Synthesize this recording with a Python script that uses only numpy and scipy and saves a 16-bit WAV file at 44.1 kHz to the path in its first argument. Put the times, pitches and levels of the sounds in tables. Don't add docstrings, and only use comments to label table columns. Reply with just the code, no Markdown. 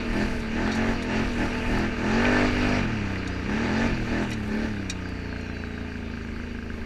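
import sys
import numpy as np
from scipy import signal
from scipy.io import wavfile
from scipy.ndimage import uniform_filter1d

SR = 44100
rng = np.random.default_rng(int(sys.argv[2]) if len(sys.argv) > 2 else 0)


def natural_amplitude(level_db):
    exponent = np.asarray(level_db, float) / 20
    return 10 ** exponent


def digitize_waveform(pressure):
    field = np.atleast_2d(pressure).T
    bounded = np.clip(field, -1, 1)
    quanta = np.round(bounded * 32767).astype(np.int16)
    wavfile.write(sys.argv[1], SR, quanta)


N = 302085


def rms_one(x):
    return x / np.sqrt(np.mean(x ** 2) + 1e-20)


def drift(rate):
    r = np.exp(-80 * np.pi * rate / SR)
    slow = signal.lfilter([1], [1, -2 * r, r * r], rng.standard_normal(N // 40 + 2002))[2000:]
    return np.interp(np.arange(N) / 40, np.arange(len(slow)), rms_one(slow))


def resonate(x, hz, width_hz):
    r = np.exp(-np.pi * width_hz / SR)
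    poles = [1, -2 * r * np.cos(2 * np.pi * hz / SR), r * r]
    return signal.lfilter([(1 - r * r) / 2, 0, (r * r - 1) / 2], poles, x)


def ring(clicks, hz, t60):
    r, w = natural_amplitude(-60 / (t60 * SR)), 2 * np.pi * hz / SR
    return signal.lfilter([0, np.sin(w)], [1, -2 * r * np.cos(w), r * r], clicks + 1e-18)


def cut(x, hz, kind, order=4):
    return signal.sosfilt(signal.butter(order, hz, kind, fs=SR, output="sos"), x)


def evened(x, share=1):
    x = rms_one(x)
    return x / (uniform_filter1d(x ** 2, size=3500) + 1e-12) ** (np.clip(share, 0, 1) / 2)


def banded_noise(spectrum, patchy_db):
    hz, db = np.transpose(spectrum)
    edges = hz[0] * 2 ** np.arange(0, np.log2(hz[-1] / hz[0]), 1 / 4)
    out, white = 0, rng.standard_normal((2, N))
    for k, (low, high) in enumerate(zip(edges, edges[1:])):
        level_db = np.interp(np.log(low * high) / 2, np.log(hz), db) + patchy_db * drift(9.7)
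        out = out + natural_amplitude(level_db) * cut(white[k % 2], [low, high], "band", order=2)
    return rms_one(out)


# opens in seconds, shuts in seconds, cycles per s on opening,
# cycles per s aimed at on shutting.
BLIPS = [(-.2, -.02, 41, 42.1), (.1, .245, 38.6, 43.2), (.5, .71, 36.4, 44.2), (.715, .92, 43.9, 46.2),
         (1.06, 1.215, 40.4, 45), (1.35, 1.45, 39.2, 40.9), (1.66, 1.865, 39.9, 42.9),
         (1.98, 2.46, 38.8, 54.2), (2.57, 2.8, 49.4, 49.6), (3.43, 3.87, 30.2, 47.7),
         (4.055, 4.245, 38, 43.1), (4.46, 4.665, 34.2, 37.9)]
EASED_UNTIL_S = 2.7


def glide(s, length, tau):
    return (1 - np.exp(-np.clip(s, 0, length) / tau)) / (1 - np.exp(-length / tau))


def revs():
    climb_s, eased_drop_s, shut_drop_s = 1.2, .6, .14
    coast_hz, sag_hz_per_s = 30.8, 2.3
    belt_holds_hz, flywheel_s = 49.4, .04
    now = np.arange(N) / SR
    out = np.zeros(N)
    following = BLIPS[1:] + [(N / SR, 0, coast_hz, 0)]
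    for (opens, shuts, low, high), (reopens, _, end, _) in zip(BLIPS, following):
        drop_s = eased_drop_s if shuts < EASED_UNTIL_S else shut_drop_s
        climb = low + (high - low) * glide(now - opens, shuts - opens, climb_s)
        drop = high + (end - high) * glide(now - shuts, reopens - shuts, drop_s)
        out = np.where(now >= opens, climb, out)
        out = np.where(now >= shuts, drop, out)
    last_shut = BLIPS[-1][1]
    out = np.minimum(out - sag_hz_per_s * np.maximum(now - last_shut, 0), belt_holds_hz)
    return uniform_filter1d(out, size=round(flywheel_s * SR))


PUSH = [0.12, 1.08, 0.94, 0.96, 0.81, 1.34, 0.89, 1.16, 0.67, 0.9, 0.98, 1.2]


def opening():
    ahead_s, open_s, shut_s = 0.018, 0.091, .065
    now = np.arange(N) / SR + ahead_s
    pushes = []
    for share, (opens, shuts, _, _) in zip(PUSH, BLIPS):
        travel = np.minimum((now - opens) / open_s, 1 + (shuts - now) / shut_s)
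        pushes.append(share * np.clip(travel, 0, 1))
    return np.max(pushes, axis=0)


# time in seconds, peak in dB.
LOUD_TAPS = [(4.767, -32), (5.056, -31), (5.2574, -33.5), (5.292, -36), (5.326, -31.5), (5.361, -34),
             (5.4636, -34.5), (5.498, -31.5), (5.567, -33), (5.637, -29.5), (5.7777, -30.5), (5.8122, -36),
             (5.919, -35), (5.955, -32), (6.026, -37), (6.1, -38), (6.137, -35), (6.1734, -35),
             (6.2486, -34.5), (6.286, -35.5), (6.3619, -34), (6.4, -33), (6.436, -35.5), (6.5488, -34.5),
             (6.587, -32.5), (6.625, -32.5), (6.7013, -31), (6.818, -35)]


def crank(per_s):
    cycles = np.cumsum(per_s * (1 + 0.00147 * drift(7.2))) / SR
    at = np.round(np.array(LOUD_TAPS)[:, 0] * SR).astype(int)
    whole = np.cumsum(np.round(np.diff(cycles[at], prepend=cycles[at[0]])))
    nudge = np.interp(np.arange(N), at, whole - cycles[at])
    return cycles + uniform_filter1d(nudge, size=4000, mode="nearest")


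# time in seconds, gain in dB.
LEAN = [(0, 1), (.4, 0.5), (.6, 1), (1.0, 0), (1.14, 1.5), (1.3, 1), (1.55, 2), (1.9, 1), (2.3, 2),
        (2.74, 1), (2.84, 1.6), (3.1, 3), (3.4, 2.5), (3.8, 1.15), (4.3, 0), (4.55, -0.5), (5.0, 0.5),
        (6.85, 0)]


def level(law, pushed, per_s):
    shut_db, open_db, db_per_rev, lean_share = law
    s, lean_db = np.transpose(LEAN)
    lean = np.interp(np.arange(N) / SR, s, lean_db)
    return shut_db + open_db * pushed + db_per_rev * (per_s - 40) + lean_share * lean


BLOWS_PULLING = [(0, 1.0), (.16, 1.29), (.54, 1.11)]
BLOWS_COASTING = [(.02, 1.2), (.14, .9), (.24, -.5), (.38, .6), (.47, .65), (.57, -.6), (.93, -.3)]


def lead(k, blows):
    place, height = np.transpose(blows)
    return np.angle(np.sum(height * np.exp(-2j * np.pi * k * place)))


# frequency in Hz, width in Hz, strength of the phase turn.
TURNS = [(88, 24, -2.23), (269, 12, 1.98), (462, 23, 1.08)]


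def turned(hz):
    return sum(strength * np.arctan((hz - at) / width) for at, width, strength in TURNS)


# frequency in Hz, gain in dB.
SILENCER = [(20, -17), (60, 13), (100, 6.5), (135, -8.5), (150, -14), (161, -25), (168, -10), (178, -7.5),
            (192, -2.5), (215, 4.5), (245, -2), (275, -4.5), (310, -3), (380, -8), (440, -8.5),
            (520, -18.5), (1200, -21)]


def silencer_db(hz):
    return np.interp(hz, *np.transpose(SILENCER))


def order_db(k, pattern, rate_hz, otherwise=None):
    if k not in dict(pattern):
        return otherwise
    return dict(pattern)[k] - silencer_db(k * rate_hz)


PULLING_HZ, FREE_HZ, LUGGING_HZ, CRAWLING_HZ = 49.3, 46.5, 41.5, 36.5
# order, level in dB.
PULLING = [(1, -16), (2, -4), (3, -12), (4, -7.5), (5, 6), (6, 1.5), (7, -20.5), (8, -3), (9, -1.5),
           (10, -10.5), (11, -5.5), (12, -10), (13, -5), (14, -6.5), (15, -68), (16, -9), (17, -35),
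           (18, -48), (19, -13), (20, -36), (21, -22), (22, -26), (23, -41), (24, -20)]
# order, level in dB.
LUGGING = [(1, -10), (2, -4), (3, -1), (4, -16), (5, 4.5), (6, 0), (7, 0), (8, -0.5), (9, -2.5), (10, -22),
           (11, -9.5), (12, -15), (13, -29), (14, -6.5), (15, -16), (16, -7), (17, -9), (18, -23),
           (19, -18), (20, -19), (21, -17), (22, -11.5), (23, -44), (24, -30)]
# order, level in dB.
CRAWLING = [(1, -10), (2, 0), (3, -6.5), (4, -3.5), (5, -6), (6, 13.5), (7, 0.5), (8, 4.5), (9, -3.5),
            (10, -17), (11, 1), (12, -5.5)]


def load_db(k, revs_hz):
    free = order_db(k, PULLING, PULLING_HZ)
    low = order_db(k, LUGGING, LUGGING_HZ)
    lowest = order_db(k, CRAWLING, CRAWLING_HZ, low - 1.5)
    return np.interp(revs_hz, [CRAWLING_HZ, LUGGING_HZ, FREE_HZ], [lowest, low, free])


# order, level in dB.
EASED = [(1, -11.5), (2, -8.5), (3, -14), (4, -24.5), (5, -6), (6, 1.5), (7, -10), (8, -10.5), (9, -14),
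         (10, -24), (11, -5), (12, -15.5), (13, -52), (14, -17), (15, -42), (16, -12.5), (17, -24),
         (18, -41), (19, -29), (20, -45), (21, -31), (22, -20), (23, -24), (24, -54)]


def rest_db(k, revs_hz):
    eased = order_db(k, EASED, 40.2)
    held = order_db(k, PULLING, PULLING_HZ) - 1.5 * max(k - 6, 0)
    return np.interp(revs_hz, [FREE_HZ, PULLING_HZ], [eased, held]) - 0.5


IDLING_HZ, COASTING_HZ, OVERRUN_HZ, FALLING_HZ = 26.8, 28.9, 30.6, 37.5
# order, level in dB.
IDLING = [(1, -5), (2, -1), (3, 3), (4, -18), (5, -7.5), (6, -25), (7, -10), (8, -2), (9, -0.5), (10, -7.5),
          (11, -26), (12, -11.5), (13, -19), (14, -17.5), (15, -9.5), (16, -23), (17, -13), (18, -21)]
# order, level in dB.
COASTING = [(1, -36), (2, 1.5), (3, 5), (4, -15), (5, -3.5), (6, -8.5), (7, -1.5), (8, -2), (9, -3),
            (10, -7), (11, -10), (12, -15), (13, -24.5), (14, -11.5), (15, -7), (16, -28), (17, -36),
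            (18, -21), (19, -53), (20, -18.5), (21, -32), (22, -21), (23, -18.5), (24, -37.5)]
# order, level in dB.
OVERRUN = [(1, -25), (2, -0.5), (3, 0.5), (4, -13), (5, -12), (6, 2), (7, -12), (8, -4.5), (9, 0), (10, -3),
           (11, -24), (12, -12)]
# order, level in dB.
FALLING = [(1, -10), (2, -6.5), (3, 3), (4, -7), (5, -1.5), (6, 5), (7, -4.5), (8, -1), (9, -6), (10, -21),
           (11, -10.5), (12, -5.5)]


def drag_db(k, revs_hz):
    idling_db = 6
    shut = order_db(k, COASTING, COASTING_HZ)
    idling = order_db(k, IDLING, IDLING_HZ, shut - idling_db) + idling_db
    overrun = order_db(k, OVERRUN, OVERRUN_HZ, shut)
    falling = order_db(k, FALLING, FALLING_HZ, shut)
    rates = [IDLING_HZ, COASTING_HZ, OVERRUN_HZ, FALLING_HZ]
    return np.interp(revs_hz, rates, [idling, shut, overrun, falling]) - 2


def exhaust(cycles, per_s, throttle, pushed, bark_db, throb_db):
    now = np.arange(N)
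    resting = np.clip((EASED_UNTIL_S - now / SR) / .05, 0, 1) * (1 - throttle)
    slow = now[::64]
    revs_hz, opened, eased = per_s[slow], throttle[slow], resting[slow]
    shut = 1 - opened - eased
    bark, throb, turn, step = 0, 0, 1, np.exp(2j * np.pi * cycles)
    for k, _ in PULLING:
        turn = turn * step
        hz = k * revs_hz
        brighter_db = (k > 6) * 5 * (pushed[slow] - 1)
        firing = opened * natural_amplitude(load_db(k, revs_hz) + brighter_db) + eased * natural_amplitude(rest_db(k, revs_hz))
        firing_phase = lead(k, BLOWS_PULLING) + turned(hz) - turned(k * PULLING_HZ)
        drag = shut * natural_amplitude(drag_db(k, revs_hz))
        drag_phase = lead(k, BLOWS_COASTING) + .5 * (turned(hz) - turned(k * COASTING_HZ))
        blend = firing * np.exp(1j * firing_phase) + drag * np.exp(1j * drag_phase)
        blend = blend * natural_amplitude(silencer_db(hz) + (.6 + .5 * opened) * drift(3)[slow])
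        order = np.real(np.interp(now, slow, blend) * turn)
        above = np.clip((k * per_s - 145) / 20, 0, 1)
        bark = bark + above * order
        throb = throb + (1 - above) * order
    bark_db = bark_db + 1.7 * np.exp(-((per_s - 34.6) / 2.2) ** 2)
    throb_db = throb_db - 5 * resting
    uneven = natural_amplitude(0.7 * drift(28))
    return uneven * (natural_amplitude(bark_db) * evened(bark, 0.88) + natural_amplitude(throb_db) * evened(throb))


def puffs(cycles, throttle, rasp_db):
    clicks = 0
    for place, height in BLOWS_PULLING:
        clicks = clicks + height * np.diff(np.floor(cycles - place), prepend=np.floor(cycles[0] - place))
    edge = cut(clicks * natural_amplitude(3.6 * drift(64)) + 1e-18, [565, 2690], "band", order=2)
    edge = edge + natural_amplitude(16.0) * resonate(edge, 846, 55) + natural_amplitude(3.5) * resonate(edge, 1190, 220)
    return throttle * natural_amplitude(rasp_db - 9.5) * rms_one(edge)


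# frequency in Hz, level in dB, t60 in seconds.
TAP_MODES = [(1490, -21, 0.01), (1557, -10, 0.027), (1612, -12.5, 0.054)]


def taps(cycles, tap_db):
    main = np.diff(np.floor(cycles), prepend=np.floor(cycles[0]))
    rebound = np.diff(np.floor(cycles + .58), prepend=np.floor(cycles[0] + .58))
    clicks = (main + natural_amplitude(-9) * rebound) * natural_amplitude(tap_db + np.clip(1.5 * drift(30), -5, 2))
    s, db = np.transpose(LOUD_TAPS)
    knocks = np.flatnonzero(main)
    nearest = np.argmin(np.abs(knocks[:, None] - s * SR), axis=0)
    clicks[knocks[nearest]] = natural_amplitude(db)
    now = np.arange(56) / 56
    contact = np.sin(np.pi * now) ** 2 * np.sin(2 * np.pi * 2 * now) / 14
    soft = natural_amplitude(8) * np.convolve(clicks, contact)[:N]
    return sum(natural_amplitude(db) * ring(soft * natural_amplitude(1.3 * drift(20)), hz, t60) for hz, db, t60 in TAP_MODES)


# frequency in Hz, density in dB per Hz.
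RASP = [(310, 3), (520, -7), (632, -2), (731, -9), (767, -10.5), (902, -5), (1030, -12.5), (1480, -2.5),
        (1780, -2), (2040, -9.5), (2520, -6.5), (3600, -28), (4680, -55), (7920, -120)]
# frequency in Hz, density in dB per Hz.
ROAR = [(45, -21), (63, -4), (90, -14), (160, -15), (230, -10.5), (330, -19.5), (450, -20), (650, -48)]
# frequency in Hz, density in dB per Hz.
HISS = [(1710, -1), (2900, 3), (3090, -13), (3370, -11.5), (4120, 2.5), (4480, -4.5), (4860, 0),
        (5350, -13.5), (5730, -13), (6720, -13), (8430, -26.5), (10700, -38), (15000, -54)]
# frequency in Hz, width in Hz, level in dB.
CASE = [(893, 34, 4.5), (1212, 67, -1), (1766, 93, 0), (2350, 670, -8.5), (2430, 17, -4), (1547, 67, -2),
        (4730, 310, -8.5), (5770, 300, 0.5), (7000, 120, -5)]


def running_noise(cycles, throttle, rasp_db, hiss_db):
    gate = natural_amplitude(0.98 * np.cos(2 * np.pi * cycles) + 0.15 * np.cos(4 * np.pi * (cycles + 0.5)))
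    rasp = natural_amplitude(rasp_db - 5.0 + 0.31 * throttle) * rms_one(gate * banded_noise(RASP, patchy_db=1.0))
    rasp = rasp - .7 * (1 - throttle) * resonate(rasp, 1600, 600)
    pulse_db = 7 * (1 - throttle) * np.cos(2 * np.pi * (cycles - .25))
    roar = natural_amplitude(.85 * rasp_db - 15.5 + pulse_db) * banded_noise(ROAR, patchy_db=1.1)
    grain = natural_amplitude(0.63 * drift(150))
    hiss = natural_amplitude(hiss_db + 1.56 + 0.4 * throttle) * rms_one(grain * banded_noise(HISS, patchy_db=1.85))
    treble = hiss - cut(hiss, 4600, "low", order=1)
    hiss = hiss + 0.3 * (throttle - .6) * treble
    noise = rasp + hiss
    intake = throttle * natural_amplitude(0.67) * resonate(noise, 1770, 33)
    cavity = sum(natural_amplitude(db) * resonate(noise, hz, width) for hz, width, db in CASE)
    return roar + noise + intake + cavity


# time in seconds, peak in dB, centre in Hz, spread in octaves, t60 in seconds.
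STONES = [(.717, -27.5, 4500, 0.37, 0.14), (1.022, -32.5, 4250, 0.2, 0.089), (1.023, -38, 6460, 0.18, 0.06),
          (1.026, -48, 9750, 0.18, 0.11), (0.751, -43, 5600, 0.17, .09), (3.157, -24, 2000, 0.3, 0.024),
          (4.314, -25, 2170, 0.65, 0.11), (.748, -37.5, 7460, 0.55, 0.15), (1.332, -47, 9000, 0.72, .03),
          (.932, -52, 9000, 0.66, 0.018), (1.786, -37, 7000, 0.7, 0.023), (2.252, -15.5, 2430, 0.17, 0.023),
          (3.275, -31.5, 4600, 0.61, 0.046), (4.295, -46, 6000, 1, .015), (4.304, -37, 5660, .22, 0.09),
          (4.304, -47, 10600, .2, 0.09), (4.331, -30.5, 4440, 0.64, .05), (4.897, -20, 3480, 0.88, 0.051),
          (4.899, -27, 5660, 0.22, 0.067), (4.903, -34, 3900, 0.26, .1), (5.089, -49, 10000, 0.55, .02),
          (5.41, -46, 6500, 0.42, .03)]
# frequency in Hz, level in dB.
PANEL = [(1600, -3), (2000, -2), (2450, 0), (2850, 0), (3860, 0), (4350, -1), (5660, -2), (6500, -7),
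         (7050, -6), (8300, -12), (9700, -18), (10600, -20), (12300, -24), (14000, -30)]


def stones():
    size = 4096
    out, now = np.zeros(N + size), np.arange(size) / SR
    for s, db, centre_hz, octaves, t60 in STONES:
        burst = rng.standard_normal(size) * natural_amplitude(-60 * now / max(t60, .005)) * np.minimum(now / 0.0004, 1)
        hit = 0
        for hz, mode_db in PANEL:
            away = np.log2(hz / centre_hz) / max(octaves, .2)
            mode_db = mode_db + 1.5 * rng.standard_normal() - 6 * away ** 2
            hit = hit + natural_amplitude(mode_db) * resonate(burst, hz, .035 * hz)
        hit_top = min(centre_hz * 2 ** (.5 + octaves), 15000)
        hit = cut(hit, [centre_hz / 2.4, hit_top], "band", order=3)
        snap_top = min(centre_hz * 2 ** (1.5 + octaves), 11000)
        snap = cut(burst * natural_amplitude(-60 * now / 0.012), [centre_hz / 2, snap_top], "band", order=2)
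        snap_gain = np.clip(3 * octaves - .5, 0, 1) * natural_amplitude(-10)
        at = round(s * SR)
        out[at:at + size] += natural_amplitude(db) * (hit / np.max(np.abs(hit)) + snap_gain * snap / np.max(np.abs(snap)))
    return out[:N]


# time in seconds, level in dB.
BUMPS = [(.14, -30.5), (.33, -31.5), (.58, -33), (.9, -31), (1.24, -32.5), (1.45, -32), (1.73, -28.5),
         (1.9, -37), (2.15, -34), (2.32, -32.5), (2.5, -30.5), (2.66, -32), (2.85, -41), (3.08, -40),
         (3.3, -43), (3.52, -42), (3.87, -33), (4.06, -34), (4.25, -43), (4.45, -41), (4.64, -41),
         (4.9, -48), (5.11, -51), (5.29, -55), (5.9, -62), (6.42, -44), (6.8, -38.5)]


def rumble():
    smooth_db, half_s = -47, 0.098
    shake = rng.standard_normal(N + SR)
    shake = resonate(shake, 29.5, 11.0) + natural_amplitude(-3.5) * cut(shake, [11, 34], "band", order=2)
    now = np.arange(0, N, 64) / SR
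    jolts = natural_amplitude(smooth_db) + sum(natural_amplitude(db) * np.exp(-((now - s) / half_s) ** 2) for s, db in BUMPS)
    return np.interp(np.arange(N) / SR, now, jolts) * evened(shake[SR:])


# start in seconds, end in seconds, first pitch in Hz, last pitch in Hz, level in dB.
WHINES = [(3.3, 3.4, 4950, 4880, -55), (5.02, 5.165, 4750, 4540, -56), (5.15, 5.48, 4550, 4120, -55),
          (5.465, 5.83, 4140, 3735, -59), (5.36, 5.4, 4400, 4400, -53), (5.425, 5.465, 4500, 4500, -53),
          (5.53, 5.68, 4570, 4410, -59), (6.05, 6.27, 4600, 4410, -62.5), (6.3, 6.55, 4430, 4600, -63.5),
          (5.85, 6.85, 2390, 2120, -63), (5.05, 6.1, 850, 730, -61), (4.95, 5.7, 725, 672, -60),
          (5.38, 5.53, 5620, 5480, -65), (5.02, 5.3, 5150, 5120, -65)]


def whines():
    out, wander = np.zeros(N), 1 + .005 * drift(60)
    flutter = natural_amplitude(np.clip(3.5 * drift(20), -9, 3))
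    for start, end, from_hz, to_hz, db in WHINES:
        span = slice(round(start * SR), min(round(end * SR), N))
        now = np.arange(N)[span] / SR
        fade = np.clip(np.minimum(now - start, end - now) / 0.02, 0, 1)
        hz = np.interp(now, [start, end], [from_hz, to_hz]) * wander[span]
        out[span] += fade * flutter[span] * natural_amplitude(db + 1.5) * np.sin(2 * np.pi * np.cumsum(hz) / SR)
    return out


# centre in seconds, half length in seconds, level in dB.
SPRAY = [
    (0.26, 0.2, -58.5),
    (1.507, 0.27, -59),
    (4.544, 0.4, -67),
]


def spray():
    now = np.arange(N) / SR
    swell = sum(natural_amplitude(db) * np.exp(-((now - s) / half) ** 4) for s, half, db in SPRAY)
    specks = (rng.random(N) < 90 / SR) * natural_amplitude(18 + 2.5 * rng.standard_normal(N))
    fizz = cut(rng.standard_normal(N) + specks, [4500, 10000], "band", order=2) * natural_amplitude(1.7 * drift(37))
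    return swell * rms_one(fizz)


# time in seconds, peak in dB.
GRIT = [(0.1092, -50), (0.1381, -45), (0.9283, -49), (1.3314, -46), (2.2378, -42), (4.2358, -44),
        (4.3844, -51), (4.4343, -50), (4.4787, -41), (4.4864, -54), (4.5264, -49), (4.5545, -45),
        (4.5694, -50), (4.9636, -54), (5.035, -56)]


def grit():
    s, db = np.transpose(GRIT)
    clicks = np.zeros(N)
    clicks[np.round(s * SR).astype(int)] = natural_amplitude(db - 1)
    fading = signal.lfilter([1], [1, -natural_amplitude(-60 / (.008 * SR))], clicks + 1e-18)
    return cut(fading * rng.standard_normal(N), [7000, 12500], "band", order=2)


# ticks per second, lead in turns, frequency in Hz, peak in dB, t60 in seconds.
CHAIN = [
    (47.6, .0, 8350, -66, .012),
    (3.64, .75, 12700, -69, .035),
    (3.52, .96, 12700, -69, .035),
]


def chain():
    out, pace = 0, np.cumsum(1 + .01 * drift(1.7)) / SR
    for per_s, turns, hz, db, t60 in CHAIN:
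        clicks = np.diff(np.floor(per_s * pace + turns), prepend=0)
        rub = ring(clicks * natural_amplitude(db + 1.5 * drift(10)), hz, t60)
        out = out + rub * natural_amplitude(3 * drift(150))
    return out


# shut at 40 cycles per s in dB, added wide open in dB,
# dB per cycle per s, share of the lean.
BARK_LAW, THROB_LAW = (-32, 4, 0.363, 0.67), (-33, -3, 0.29, 1)
RASP_LAW, HISS_LAW = (-34.5, 0.5, 0.45, 2), (-47.5, 0.5, .5, 1.58)
TAP_LAW = (-36.5, -7.5, 0.24, 1.5)


def scene():
    per_s, pushed = revs(), opening()
    laws = (BARK_LAW, THROB_LAW, RASP_LAW, HISS_LAW, TAP_LAW)
    bark_db, throb_db, rasp_db, hiss_db, tap_db = (level(law, pushed, per_s) for law in laws)
    throttle = np.clip(pushed, 0, 1)
    cycles = crank(per_s)
    engine = exhaust(cycles, per_s, throttle, pushed, bark_db, throb_db)
    engine = engine + puffs(cycles, throttle, rasp_db) + taps(cycles, tap_db) + whines() + chain()
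    trail = running_noise(cycles, throttle, rasp_db, hiss_db) + stones() + rumble() + spray() + grit()
    return (engine + trail)[None]


def roll_off(x):
    return signal.sosfilt(signal.butter(12, 15190, fs=SR, output="sos"), x)


def record(dry):
    top = .55
    rounded = top * np.tanh(dry / top)
    hiss = cut(rng.standard_normal(N), [7000, 13500], "band", order=2)
    return roll_off(cut(rounded, 15000, "low", order=12) + natural_amplitude(-72) * hiss)


dry = scene()
out = record(dry)
digitize_waveform(out)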